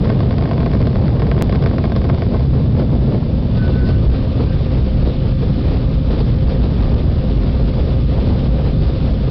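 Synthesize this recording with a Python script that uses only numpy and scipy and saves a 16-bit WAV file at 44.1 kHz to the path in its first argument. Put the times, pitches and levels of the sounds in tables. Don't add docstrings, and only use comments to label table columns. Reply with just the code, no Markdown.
import sys
import numpy as np
from scipy import signal
from scipy.fft import rfft, irfft, next_fast_len
from scipy.io import wavfile
from scipy.ndimage import uniform_filter1d, map_coordinates

SR = 44100
rng = np.random.default_rng(int(sys.argv[2]) if len(sys.argv) > 2 else 0)


def transcribe(u):
    v = np.clip(np.atleast_2d(u).T, -1, 1)
    q = np.round(v * 32767).astype(np.int16)
    wavfile.write(sys.argv[1], SR, q)


N = 410130

# centre in Hz, half-width in Hz, level in dB with the jets on
# the bonnet, level in dB with the jets on the windscreen.
FAN_TONES = [(524.2, 9, -39.5, -37), (1207, 35, -72, -53.5), (3530, 70, -55.5, -56)]
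# start in seconds, length in seconds, pitch in Hz, level in dB.
SEAL_PUFFS = [(3.57, .15, 1501, -32), (3.72, .28, 1502, -34.5), (4.02, .2, 1563, -48),
              (4.44, .15, 1562, -43.5)]
# frequency in Hz, relative level in dB, time to fall 60 dB in seconds.
ROOF_MODES = [(355, 3.5, 0.1), (454, 13, 0.027), (667, 8, 0.047), (800, -6.5, 0.024), (1066, 0, 0.058),
              (1200, -7, 0.034), (1400, -11, 0.036), (1550, -7, 0.062), (1856, -13.5, 0.06),
              (2166, -12, 0.045), (2400, -16.5, 0.0083), (3350, -18, 0.11), (4860, -22.5, 0.026)]
# start in seconds, relative level in dB, relative brightness in dB.
HEAVY_DROPS = [(0.044, -25, -11), (0.055, -23, -22.5), (0.071, -22, -22.5), (0.092, -25, -18),
               (0.099, -17, -18), (0.204, -19.5, -18), (0.232, -24, -15.5), (0.308, -24.0, -17.5),
               (0.382, -24, -14.5), (0.423, -20.5, -18.5), (0.455, -21, -19.5), (0.511, -19.5, -19.5),
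               (0.579, -22, -25), (0.602, -22.5, -17.5), (0.63, -23.5, -20.5), (0.66, -22.5, -16.5),
               (0.734, -22.5, -13), (0.749, -28.0, -16), (0.825, -27, -22), (0.869, -27, -15),
               (0.956, -24.5, -17.5), (1.08, -22, -14.5), (1.195, -21.5, -13.5), (1.219, -20.0, -22),
               (1.314, -19, -21.5), (1.378, -20.5, -24), (1.41, -17.0, -26.5), (1.494, -21.5, -15.5),
               (1.524, -23, -16.5), (1.556, -21.5, -14), (1.622, -23.0, -15.5), (1.638, -26, -13.5),
               (1.66, -22, -19.5), (1.711, -26, -22.5), (1.782, -22.5, -15.5), (1.839, -23.5, -26),
               (1.919, -24, -14), (1.961, -19, -14), (2.097, -20, -24), (2.22, -26, -20.5),
               (2.342, -21, -25), (2.766, -28.5, -21.5)]
# middle in seconds, length in seconds, swell in dB.
NOZZLE_GUSTS = [(2.353, .08, 6.5), (2.47, .16, -4), (2.561, 0.05, 8.5), (2.8, .06, 9.5), (2.943, 0.065, 7),
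                (3.109, .12, 6), (3.659, .08, 5), (3.879, 0.089, 3.5), (4.41, 0.078, 4.5), (5.065, .11, 4),
                (5.171, .06, -5), (5.353, .07, -6), (5.43, 0.039, 2.5), (5.736, .18, 3.5), (5.96, 0.24, -3),
                (6.158, .13, 4.5), (6.399, 0.088, -5.5), (6.524, .06, 4), (6.648, 0.049, 5),
                (6.865, .06, 5.5), (7.802, 0.071, 3.5), (8.06, 0.065, -7), (8.167, .08, 3.5),
                (8.326, .12, 2), (8.517, .08, -5), (8.667, 0.055, 4), (8.769, .07, -7)]
# time in seconds, level in dB.
FLOW_LEVELS = [(0, -25), (1.4, -23), (2.4, -27), (3.4, -27.5), (4.7, -27), (7.6, -26), (9.3, -26)]
# frequency in Hz, relative spectral density in dB.
BONNET_SPECTRUM = [(10, -22.5), (25, -16.5), (35, -8), (46, -7.5), (62, 0), (95, -4), (130, 1), (165, -6.5),
                   (250, -10), (300, -18), (500, -52.5)]
WINDSCREEN_SPECTRUM = [(10, -19), (25, -11.5), (45, -4.5), (57, 2), (70, -4.5), (110, -7), (135, -4),
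                       (170, -12.5), (255, -16), (300, -22.5), (500, -55)]
SPRAY_SPECTRUM = [(600, -14.5), (1200, 6), (2000, 0), (2800, 1), (3550, 1.5), (4400, -1), (5000, -3.5),
                  (7000, -1)]
ROAR_SPECTRUM = [(110, -23.5), (190, 2.5), (255, 2), (300, -2.5), (350, -1), (460, -2), (620, -7.5),
                 (800, -16), (1100, -20.5), (1500, -33.5), (2500, -35.5), (6000, -44)]

ROOF_DRIES, SPRAY_ARRIVES, JETS_CROSS = (2.48, 0.78), (3.5, 0.12), (3.8, 0.45)
CLICK_S = 1.4233
TIME = np.arange(N) / SR


def amp(db):
    return 10 ** (np.asarray(db) / 20)


def unit(x):
    return x / np.sqrt(np.mean(x ** 2) + 1e-20)


def ramp(middle_s, length_s):
    return np.clip((TIME - middle_s) / length_s + .5, 0, 1)


def wobble(rate):
    return map_coordinates(rng.standard_normal(int(N * rate / SR) + 4), [np.arange(N) * rate / SR])


def gain_at(spectrum, hz):
    knots_hz, db = np.transpose(spectrum)
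    return amp(np.interp(np.log(hz + 1), np.log(knots_hz + 1), db))


def filtered(x, response):
    size = next_fast_len(N + SR // 2)
    return irfft(rfft(x, size) * response(np.fft.rfftfreq(size, 1 / SR)), size)[:N]


def coloured(x, spectrum):
    return unit(filtered(x, lambda hz: gain_at(spectrum, hz)))


def band(x, low_hz, high_hz):
    return signal.sosfilt(signal.butter(4, [low_hz, high_hz], "bandpass", fs=SR, output="sos"), x)


def turbulence(spectrum, patchy_db):
    cells = signal.stft(rng.standard_normal(N), nperseg=512)[2]
    patches = uniform_filter1d(rng.standard_normal(cells.shape), size=7, axis=0)
    patches = unit(uniform_filter1d(patches, size=12, axis=1))
    noise = signal.istft(cells * amp(patchy_db * patches), nperseg=512)[1][:N]
    return coloured(noise, spectrum)


def impacts(rate, spread_db):
    hits = rng.random(N) < rate / SR
    sizes = amp(spread_db * np.clip(rng.standard_normal(N), -2, 2))
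    return hits * sizes * rng.choice([-1, 1], N)


def click():
    t = TIME - CLICK_S
    return .62 * (t >= 0) * np.exp(-np.abs(t) / .0007)


def fan(on_glass):
    out = np.zeros(N)
    for centre, width, bonnet_db, glass_db in FAN_TONES:
        tone = unit(filtered(rng.standard_normal(N), lambda hz: 1 / (1 + ((hz - centre) / width) ** 2)))
        out += amp(bonnet_db + (glass_db - bonnet_db) * on_glass) * tone
    return out


def seal_whistle(attack_s=0.054, release_s=0.041, sag_db_per_s=38):
    out = np.zeros(N)
    waver = 1 + 0.0038 * wobble(120)
    tremble = amp(wobble(40))
    for start, length, hz, db in SEAL_PUFFS:
        t = np.maximum(TIME - start, 0)
        gate = np.clip(np.minimum(t / attack_s, (length - t) / release_s), 0, 1)
        tone = np.sqrt(2) * np.sin(2 * np.pi * np.cumsum(hz * waver) / SR)
        out += gate * amp(db - sag_db_per_s * t) * tone
    return tremble * out


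def drop_impact(bright_db):
    t = np.arange(SR // 10) / SR
    hz, db, t60 = np.transpose(ROOF_MODES)[:, :, None]
    strength = amp(db + 2 * rng.standard_normal(hz.shape)) * rng.choice([-1, 1], hz.shape)
    pitch = hz * (1 + .008 * rng.standard_normal(hz.shape))
    ring = amp(-2) * np.sum(strength * amp(-60 * t / t60) * np.sin(2 * np.pi * pitch * t), axis=0)
    blow = t == 0
    spreading_water = 0.015 * amp(-60 * t / 0.012) * rng.standard_normal(len(t))
    smack = amp(29) * band(blow + spreading_water, low_hz=500, high_hz=2350)
    splash_noise = unit(band(rng.standard_normal(len(t)), low_hz=2680, high_hz=6455))
    splash = amp(bright_db + 8 - 60 * t / 0.024) * splash_noise
    dispersion = np.exp(-2j * np.pi * np.sqrt(np.fft.rfftfreq(len(t), 1 / SR) / 130))
    drop = irfft(rfft(ring + smack + splash) * dispersion, len(t))
    return drop / np.sqrt(np.mean(drop[t < .004] ** 2))


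def roof_drops(roof_wet, patter_db=-33.5):
    patter = sum(signal.fftconvolve(impacts(rate=9, spread_db=3.5), drop_impact(bright_db=-11))[:N]
                 for _ in range(6))
    heavy = np.zeros(N + SR)
    for start, db, bright_db in HEAVY_DROPS:
        drop = amp(db + 1) * drop_impact(bright_db + 2.5)
        heavy[round(start * SR):][:len(drop)] += drop
    return heavy[:N] + amp(patter_db) * roof_wet * unit(patter)


def gusts(eddy_db=0.28):
    bells = sum(db * np.exp(-(2 * (TIME - middle) / length) ** 2) for middle, length, db in NOZZLE_GUSTS)
    return bells + eddy_db * wobble(14)


def glass_spray(swell_db, flutter, roof_wet):
    glass_wet = ramp(*SPRAY_ARRIVES)
    shake_db = (0.49 + .6 * glass_wet) * (0.56 * swell_db + 1.6 * flutter)
    run_off_db = 1.5 * roof_wet
    gain_db = -44.5 + 6 * glass_wet + shake_db + run_off_db
    hiss = amp(1) * turbulence(SPRAY_SPECTRUM, patchy_db=1.5)
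    droplets = amp(-5) * coloured(impacts(rate=900, spread_db=4), SPRAY_SPECTRUM)
    return amp(gain_db) * (hiss + droplets)


def air_roar(swell_db, flutter, flutter_db=1.16, grit_db=1.97):
    flow_db = np.interp(TIME, *np.transpose(FLOW_LEVELS))
    level_db = flow_db + swell_db + flutter_db * flutter + grit_db * wobble(90)
    return amp(level_db) * turbulence(ROAR_SPECTRUM, patchy_db=0.4)


def body_rumble(swell_db, on_glass, level_db=-13):
    bonnet = np.sqrt(1 - on_glass) * turbulence(BONNET_SPECTRUM, patchy_db=1.0)
    windscreen = np.sqrt(on_glass) * turbulence(WINDSCREEN_SPECTRUM, patchy_db=.5)
    return amp(level_db + .12 * swell_db) * (bonnet + windscreen)


def jets(on_glass, roof_wet):
    swell_db = gusts()
    flutter = np.maximum(wobble(35), -1.3)
    rumble = body_rumble(swell_db, on_glass)
    return rumble + air_roar(swell_db, flutter) + glass_spray(swell_db, flutter, roof_wet)


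def scene():
    spill = np.clip(0.074 * TIME, 0, 1)
    on_glass = np.maximum(spill, ramp(*JETS_CROSS))
    roof_wet = 1 - ramp(*ROOF_DRIES)
    return (jets(on_glass, roof_wet) + fan(on_glass) + seal_whistle() + roof_drops(roof_wet))[None]


def record(dry, treble_hz=6200, top_hz=16000):
    clipped = np.clip(dry[0], -.405, .385)
    roll_off = [(4900, 0.0), (5300, -6.5), (5700, -14.5), (6100, -31.0)]
    dull = filtered(clipped, lambda hz: gain_at(roll_off, hz) * (hz < treble_hz))
    ticked = dull - np.sign(dull[round(CLICK_S * SR)]) * click()
    low_pass = signal.ellip(10, .1, 90, top_hz, fs=SR, output="sos")
    return signal.sosfilt(low_pass, ticked)[None]


dry = scene()
out = record(dry)
transcribe(out)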